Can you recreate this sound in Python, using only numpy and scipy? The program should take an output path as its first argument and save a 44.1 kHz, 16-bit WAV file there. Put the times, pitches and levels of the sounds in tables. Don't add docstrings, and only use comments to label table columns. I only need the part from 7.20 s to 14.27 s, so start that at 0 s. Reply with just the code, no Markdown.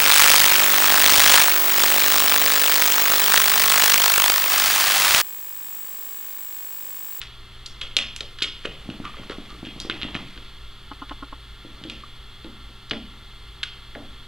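import sys
import numpy as np
from scipy import signal
from scipy.fft import rfft, irfft
from scipy.io import wavfile

SR = 44100
rng = np.random.default_rng(int(sys.argv[2]) if len(sys.argv) > 2 else 0)


def store_pcm(level_fs):
    pcm = np.round(np.clip(level_fs, -1, 1) * 32767).astype(np.int16)
    wavfile.write(sys.argv[1], SR, np.atleast_2d(pcm).T)


N = 311787

# (time [s], level [dB])
RUMBLE_LEVELS = [(0, -44.5), (1, -42.5), (2.9, -41.5), (3.4, -44.5), (5, -44.5), (7.07, -44)]
# (frequency [Hz], relative density [dB])
AIR_SPECTRUM = [(25, -29), (42, 4.5), (64, -6.5), (84, -9), (122, -14), (206, -14), (384, -20.5),
                (414, -18.5), (601, -25), (1360, -16.5), (1550, -25), (2420, -23.5), (3340, -12),
                (5630, -36.5), (16000, -48)]
# (frequency [Hz], width [Hz], level [dB])
FAN_MODES = [(51.1, 9.8, -48.5), (82.6, 4.6, -61), (1172, 110, -64.5), (1374, 64, -60.5), (1780, 530, -59),
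             (2063, 126, -62.5), (2720, 62, -66), (3379, 80, -57), (3533, 56, -62.5), (4330, 300, -59),
             (4750, 370, -68.5)]
# (frequency [Hz], level [dB])
HUM_TONES = [(118.4, -51.5), (382.5, -62)]
# (frequency [Hz], T60 [s])
ROOM_DECAY = [(200, 0.51), (530, 0.39), (1390, 0.32), (3680, 0.51), (9700, 0.19)]
# (frequency [Hz], relative gain [dB])
WALL_COLOUR = [(150, 5.5), (400, 1), (1000, 12), (1500, 7), (2300, -6), (2800, -4.5), (3300, -0.5),
               (3900, -10.5), (5000, -1), (7000, -3.5), (12000, 0)]
# (start [s], busiest [s], end [s], scuffle [dB], rustle [dB], rasp [dB])
SHUFFLE_BOUTS = [(1.343, 1.712, 3.3, -51.5, -53.5, -79), (2.51, 2.976, 3.12, -42, -68, -77),
                 (4.423, 4.646, 4.9, -54.5, -59, -71)]
# scuffle, rustle, rasp at a bout's ends (level re busiest [dB])
BOUT_ENDS_DB = [
    [-19.5],
    [1],
    [-4],
]
# (time [s], level [dB])
CLAW_SCRAPES = [(.017, -26.5), (.6214, -31), (.9794, -33), (1.4395, -27), (1.704, -33), (1.8397, -29.5),
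                (1.8694, -36), (2.019, -34.5), (2.104, -25.5), (2.289, -33), (2.4508, -34), (2.9506, -30),
                (3.8811, -35), (3.9135, -39)]
# (time [s], peak [dB], length [ms])
PAW_SCUFFS = [(1.8364, -26.5, 33), (1.8636, -36.5, 48), (1.934, -35, 13), (2.03, -41.5, 10),
              (2.2927, -39.5, 30), (2.347, -37, 5.9), (4.834, -31, 7)]
# (time [s], peak [dB])
HOLLOW_PUSHES = [(3.709, -23.5), (3.815, -22), (3.906, -22), (4.021, -24.5), (4.121, -25.5)]
# (frequency [Hz], relative level [dB], T60 [s])
HOLLOW_MODES = [(283, -1.5, 0.067), (629, -13.5, 0.05), (860, -8.5, 0.082), (1069, 0, 0.037),
                (1263, -6, 0.055), (1410, -10.5, 0.079)]
# (time [s], peak [dB], tunnel re peak [dB], tilt [dB/octave])
SCRATCHER_BLOWS = [(.775, -38.5, 2, 0), (4.449, -33, -10, -14), (4.651, -29, -4, -8), (5.247, -29, -5, -1),
                   (5.49, -47.5, -1, -8), (5.716, -21.5, -3, -1.5), (5.729, -35, -9, -13),
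                   (6.754, -34.5, 5, 12), (6.765, -35, -2, 4)]
# (frequency [Hz], relative level before tilt [dB], T60 [s])
CARDBOARD_MODES = [(326.7, 15.5, 0.1), (428, 7.5, 0.07), (497, 10, 0.069), (585, -24, 0.2),
                   (615, -6, 0.081), (836, 5, 0.039)]
# (frequency [Hz], width [Hz], relative level [dB])
TUNNEL_MODES = [(222.6, 4.3, -3), (280, 7.3, -4.5)]
# (time [s], peak [dB], pitch [Hz])
PAW_THUMPS = [(0.622, -41.5, 453), (0.772, -26.5, 540), (1.0098, -32.5, 450), (1.2221, -26, 367),
              (1.4541, -19.5, 440), (1.489, -34.5, 147), (1.6603, -33.5, 221), (1.6916, -19, 240),
              (1.7135, -50, 280), (1.802, -22.5, 235), (1.816, -42, 260), (1.972, -37, 476),
              (1.9981, -30, 213), (2.101, -21, 400), (2.185, -24.5, 278), (2.3283, -33.5, 264),
              (2.4306, -23.5, 263), (2.4708, -26, 246), (2.5629, -30.5, 245), (2.651, -24.5, 332),
              (2.6983, -21.5, 323), (2.739, -29.5, 295), (2.833, -26, 260), (2.851, -23, 240),
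              (2.878, -42, 144), (2.9528, -20.5, 240), (2.965, -33, 162), (3.027, -31.5, 248),
              (3.1675, -37.5, 340), (4.6155, -33, 241), (4.6404, -39, 255), (4.709, -44, 478),
              (5.721, -26, 576), (6.759, -26.5, 564)]
# (time [s], level [dB], pitch [Hz], then re level: treble [dB], low [dB], room [dB])
BALL_TICKS = [(0.0165, -15, 3130, -13, -12.5, -1.5), (.461, -20.5, 3960, -13, -33, -9),
              (.4638, -21.5, 3880, -3, -38, -2.5), (0.6135, -17, 2840, -15, -15, -1),
              (0.6163, -14, 3024, -15, -9.5, -1), (0.7677, 0, 3310, -10.5, -16, -5),
              (0.7702, -7, 3230, -13, -20, -12), (0.7856, -17, 3100, -5, -15, -5),
              (.789, -7, 2570, -14, -11.5, -1.5), (0.9634, -18, 3170, -1, -11, -4.5),
              (.9659, -33, 3260, -1, -12, -10), (1.0067, -17, 3340, -18, -14, -10),
              (1.0083, -12.5, 3370, -15.5, -15, -7.5), (1.033, -28, 3300, -19, -33, 5),
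              (1.1875, -23, 3163, -14, -8, -2), (1.1905, -25, 3133, -18, -4.5, 5),
              (1.207, -26, 3380, -38, -25, 6), (1.2202, -15, 2800, -38, -2.5, 3),
              (1.2231, -5.5, 3280, -16, -34, -8), (1.2263, -6.5, 3250, -14, -30, -6),
              (1.2323, -13.5, 3360, -4.5, -11, -2), (1.2372, -12.5, 3310, -18, -14, -2),
              (1.2428, -13, 2860, -29, -40, -8), (1.246, -15.5, 2840, -29, -40, -8),
              (1.449, -30.5, 2610, -45, 5.5, -8), (1.4534, -16, 2560, -23, -3, -5),
              (1.4566, -15, 2720, -17, -10.5, -4), (1.7012, -21, 2780, -24, -5.5, -4),
              (1.8532, -23, 2520, -20, -14, 1.5), (1.969, -28, 2650, -31, -3.5, 5),
              (2.0978, -20.5, 2930, -20.5, 0.5, 2), (2.1203, -29.5, 2700, -25, 5.5, -20),
              (2.4517, -25, 2900, -28, -37, 6), (2.6018, -16, 3960, -5, -31, -3),
              (2.6124, -24, 4560, -18, -30, -2), (2.6188, -25.5, 4600, -25, -36, -2),
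              (2.699, -8.5, 2730, -21, -0.5, -18), (2.711, -16.5, 2700, -25, -32, -2),
              (2.716, -21, 2600, -31, -23, -3), (2.7242, -21, 2900, -38, -30, -9),
              (2.7423, -28, 3144, -43, -21, 6), (2.816, -17.5, 3080, -35, -5, -29),
              (2.823, -14, 2800, -37, -9, -3), (2.832, -12, 2880, -28, -36, -3),
              (2.842, -27, 2870, -23, 2, -13), (2.9459, -18.5, 3000, -30, -39, 1),
              (2.952, -14.5, 2400, -19, -1, -9.5), (2.964, -18.5, 2730, -54, -3, -14),
              (3.164, -35.5, 2610, -28, 2, -16), (3.177, -28, 3000, -28, -4, -13),
              (3.735, -33, 3270, -27, -23, -16), (3.8958, -23.5, 2700, -39, -1.5, -14),
              (4.639, -22, 3040, -18, -10, -3), (4.688, -32, 3340, -31, -22, 3),
              (4.699, -16.5, 3000, -16, -14, -2), (4.7019, -22.5, 3145, -16, -18, -1),
              (5.245, -30.5, 3150, -46, -5, -6), (5.698, -26, 4360, -11, -44, -1),
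              (5.7107, -10.5, 3064, -28, -3.5, -11), (5.7131, -11.5, 3034, -22, -8.5, -6),
              (5.715, -11.5, 2920, -51, -32, -3.5), (5.7343, -25, 3260, -35, 1, -8),
              (6.432, -10.5, 3050, -22, -8.5, -8), (6.4343, -12.5, 3045, -16, -7, -12),
              (6.4362, -10.5, 3080, -17, -8, -4), (6.752, -32, 2500, -43, 8, -4)]
# (frequency [Hz], gain [dB])
MIC_RESPONSE = [(9000, 0), (13000, -3), (16000, -5)]
# (frequency [Hz], relative density [dB])
HISS_SPECTRUM = [(300, -50), (2000, -35), (4000, 7), (8000, -11), (12000, 2), (14000, -4), (16000, -8)]


def amp(db):
    return 10 ** (np.asarray(db) / 20)


def unit_rms(x):
    return x / np.sqrt(np.mean(x ** 2) + 1e-20)


def unit_peak(x):
    return x / (abs(x).max() + 1e-20)


def curve_at(points, hz):
    points_hz, values = np.transpose(points)
    return np.interp(np.log(hz + 1), np.log(points_hz + 1), values)


def add(mix, start_s, sound):
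    part = mix[..., round(start_s * SR):][..., :sound.shape[-1]]
    part += sound[..., :part.shape[-1]]


def band(x, lo_hz, hi_hz, order=2):
    return signal.sosfilt(signal.butter(order, [lo_hz, hi_hz], "band", fs=SR, output="sos"), x)


def resonate(x, hz, width_hz, stages=1):
    carrier = np.exp(2j * np.pi * hz * np.arange(len(x)) / SR)
    pole = np.exp(-np.pi * width_hz / SR)
    for _ in range(stages):
        x = 2 * (carrier * signal.lfilter([1 - pole], [1, -pole], x / carrier)).real
    return x


def coloured_noise(spectrum):
    hz = np.fft.rfftfreq(N, 1 / SR)
    return unit_rms(irfft(rfft(rng.standard_normal(N)) * amp(curve_at(spectrum, hz)), N))


def drift(top_hz):
    t = np.arange(N)[::64] / SR
    rates_hz = np.geomspace(.15, top_hz, 20)
    waves = sum(np.sin(2 * np.pi * (hz * t + rng.random())) / np.sqrt(hz) for hz in rates_hz)
    return np.repeat(unit_rms(waves), 64)[:N]


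def rumble():
    level_db = np.interp(np.arange(N) / SR, *np.transpose(RUMBLE_LEVELS))
    return amp(level_db) * coloured_noise([(4, -5.5), (10, 8.0), (28, -1), (40, -17), (60, -41.5)])


def appliance(air_db=-47.5):
    air = amp(air_db) * coloured_noise(AIR_SPECTRUM)
    white = rng.standard_normal(N)
    fan = sum(amp(db) * unit_rms(resonate(white, hz, width_hz, stages=2))
              for hz, width_hz, db in FAN_MODES)
    hum = np.zeros(N)
    for hz, db in HUM_TONES:
        gain = amp(db + 0.5 * drift(8.1))
        hum += gain * np.sin(2 * np.pi * np.cumsum(hz + 0.49 * drift(3.43)) / SR)
    return (air + fan) * amp(0.27 * drift(8.3)) + hum


def room_tail(build_s=0.009):
    slots = np.arange(100, SR - 20, 20)
    sizes = rng.standard_normal(len(slots)) * amp(3.0 * rng.standard_normal(len(slots)))
    onset = 1 - np.exp(-(slots / SR / build_s) ** 2)
    taps = np.zeros(SR)
    taps[slots + rng.integers(0, 20, len(slots))] = sizes * onset
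    hz, t, spectra = signal.stft(taps, SR, nperseg=256)
    gain_db = curve_at(WALL_COLOUR, hz)[:, None] - 60 * t / curve_at(ROOM_DECAY, hz)[:, None]
    tail = signal.istft(spectra * amp(gain_db), SR, nperseg=256)[1]
    return tail / np.linalg.norm(tail)


def room(send, turn_hz=23):
    phase = 2 * np.pi * turn_hz * np.arange(N) / SR
    feeds = (send * np.sqrt(2 / 3) * np.cos(phase + k * np.pi / 3) for k in range(3))
    return sum(signal.fftconvolve(feed, room_tail())[:N] for feed in feeds)


def shuffles():
    lumps_db = rng.standard_normal((3, N // 256 + 1)).repeat(256, 1)[:, :N] * [[4.0], [2.5], [4.0]]
    grains = rng.standard_normal((3, N)) * amp(lumps_db)
    bands_hz = [(110, 1260), (1900, 3800), (5000, 7100)]
    layers = np.array([unit_rms(band(grain, *edges)) for grain, edges in zip(grains, bands_hz)])
    t, gains = np.arange(N) / SR, np.zeros((3, N))
    for start_s, busiest_s, end_s, *busiest_db in SHUFFLE_BOUTS:
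        calm = np.interp(t, [start_s, busiest_s, end_s], [1, 0, 1])
        gains += amp(np.array(busiest_db)[:, None] + calm * BOUT_ENDS_DB) * (t > start_s) * (t < end_s)
    return (layers * gains).sum(0)


def scrapes(length_s=0.0275, treble_db=-26):
    out = np.zeros(N)
    age = np.arange(4096) / SR / length_s
    envelope = 1.74 * age * np.exp(-3 * age)
    for start_s, db in CLAW_SCRAPES:
        noise, spread = rng.standard_normal((2, len(age)))
        crackle = noise * amp(9.3 * spread)
        mid = unit_rms(band(crackle, 1200, 3900))
        treble = amp(treble_db) * unit_rms(band(crackle, 3400, 13400))
        add(out, start_s, amp(db) * (mid + treble) * envelope)
    return out


def scuffs(squeak_hz=1190):
    out, t = np.zeros(N), np.arange(8192) / SR
    for start_s, db, length_ms in PAW_SCUFFS:
        age = t / (length_ms / 1000)
        slip = rng.standard_normal(len(t)) * age * np.exp(-3 * age)
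        squeak = resonate(resonate(slip, squeak_hz, width_hz=160), squeak_hz, width_hz=250)
        add(out, start_s, amp(db) * unit_peak(squeak))
    return out


def stutters(push_s=0.009, rasp_db=-9, rasp_t60_s=0.06):
    out, t = np.zeros(N), np.arange(4096) / SR
    swell = np.sin(np.pi / 2 * np.minimum(t / push_s, 1)) ** 2
    released_s = np.maximum(t - push_s, 0)
    scatter = rng.standard_normal((len(HOLLOW_PUSHES), len(HOLLOW_MODES), 3))
    for (start_s, db), draws in zip(HOLLOW_PUSHES, scatter):
        tones = np.zeros(len(t))
        for (hz, mode_db, t60_s), (spread, detune, phase) in zip(HOLLOW_MODES, draws):
            decay = amp(mode_db + 2 * spread - 60 * released_s / t60_s)
            tones += decay * np.sin(2 * np.pi * (hz * (1 + 0.013 * detune) * t + phase))
        noise = rng.standard_normal(len(t))
        rasp = unit_rms(band(noise, 440, 1540, order=3)) + 0.49 * unit_rms(band(noise, 2945, 3010))
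        rasp *= amp(rasp_db - 60 * released_s / rasp_t60_s)
        add(out, start_s, amp(db) * unit_peak(swell * (tones + rasp)))
    return out


def scratcher(contact_s=0.00074, grit_s=0.022):
    out, t = np.zeros(N), np.arange(SR // 2) / SR
    pulse = np.sin(np.pi * np.minimum(t[:1024] / contact_s, 1))
    for start_s, db, tunnel_db, tilt_db_oct in SCRATCHER_BLOWS:
        grit = 0.37 * rng.standard_normal(1024) * np.exp(-t[:1024] / grit_s)
        ring = np.zeros(len(t))
        for hz, mode_db, t60_s in CARDBOARD_MODES:
            tilted_db = mode_db + tilt_db_oct * np.log2(hz / 312)
            ring += amp(tilted_db - 60 * t / t60_s) * np.sin(2 * np.pi * hz * t)
        add(out, start_s, amp(db) * unit_peak(signal.fftconvolve(pulse + grit, ring)))
        for hz, width_hz, mode_db in TUNNEL_MODES:
            age = 2 * np.pi * width_hz * t
            hum = age * np.exp(-age) * np.sin(2 * np.pi * hz * t)
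            add(out, start_s, amp(db + tunnel_db + mode_db) * hum)
    return out


def thumps(knock_ratio=2.27, knock_db=-8, room_db=-19.5, room_slope=0.54):
    out, t = np.zeros((2, N)), np.arange(2048) / SR
    for peak_s, db, hz in PAW_THUMPS:
        cycles = t * hz * np.array([[1], [knock_ratio]])
        decay_cycles = 0.366 * (hz / 293) ** 0.34
        pad, knock = -np.sin(2 * np.pi * cycles) * cycles * np.exp(-cycles / decay_cycles)
        direct = amp(db) * unit_peak(pad + amp(knock_db) * knock)
        send = amp(room_db + room_slope * db) * unit_peak(pad)
        add(out, peak_s - abs(pad).argmax() / SR, np.array([direct, send]))
    return out


def ticks(crackle_db=-25.5, rise_s=0.00026, decay_s=0.0051, floor_db=-13.5, floor_s=0.0028):
    out, t = np.zeros((2, N)), np.arange(2048) / SR
    snap = signal.unit_impulse(256)
    edge = unit_peak(resonate(band(snap, 5000, 12500), 6500, width_hz=3000))
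    body = unit_peak(band(snap, 1220, 2394, order=3))
    envelope = (1 - np.exp(-t / rise_s)) * np.exp(-t / decay_s)
    for peak_s, db, hz, treble_db, low_db, room_db in BALL_TICKS:
        drive = band(snap, .6 * hz, 1.5 * hz, order=3)
        shell = unit_peak(resonate(drive, hz, width_hz=1840, stages=2))
        noise, spread = rng.standard_normal((2, len(t)))
        force = amp(crackle_db - 0.06 * db + 1.5 * spread) * noise * envelope
        force[0] = 1
        force += amp(floor_db) * np.pad(force, (round(floor_s * SR), 0))[:len(t)]
        bright = shell + amp(treble_db) * edge
        direct = signal.fftconvolve(force, bright + amp(low_db) * body)
        send = signal.fftconvolve(force, bright + amp(low_db - 8.5) * body)
        add(out, peak_s - abs(shell).argmax() / SR, amp(db) * np.array([direct, amp(room_db) * send]))
    return out


def scene():
    direct, send = ticks() + thumps()
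    cardboard = scratcher()
    direct += cardboard + stutters() + scuffs() + scrapes() + shuffles()
    mono = direct + room(send + amp(-8) * cardboard) + appliance() + rumble()
    return np.array([mono, mono])


def record(dry):
    left_lag_s, hiss_db, cutoff_hz = 2.4e-5, -69.5, 15700
    hz = np.fft.rfftfreq(N, 1 / SR)
    delays = np.exp(-2j * np.pi * hz * [[left_lag_s], [0]])
    heard = irfft(rfft(dry) * delays * amp(curve_at(MIC_RESPONSE, hz)), N)
    hiss = amp(hiss_db) * np.array([coloured_noise(HISS_SPECTRUM) for _ in range(2)])
    lowpass = signal.firwin(511, cutoff_hz, window=("kaiser", 9), fs=SR)
    return signal.oaconvolve(heard + hiss, lowpass[None], "same")


dry = scene()
out = record(dry)
store_pcm(out)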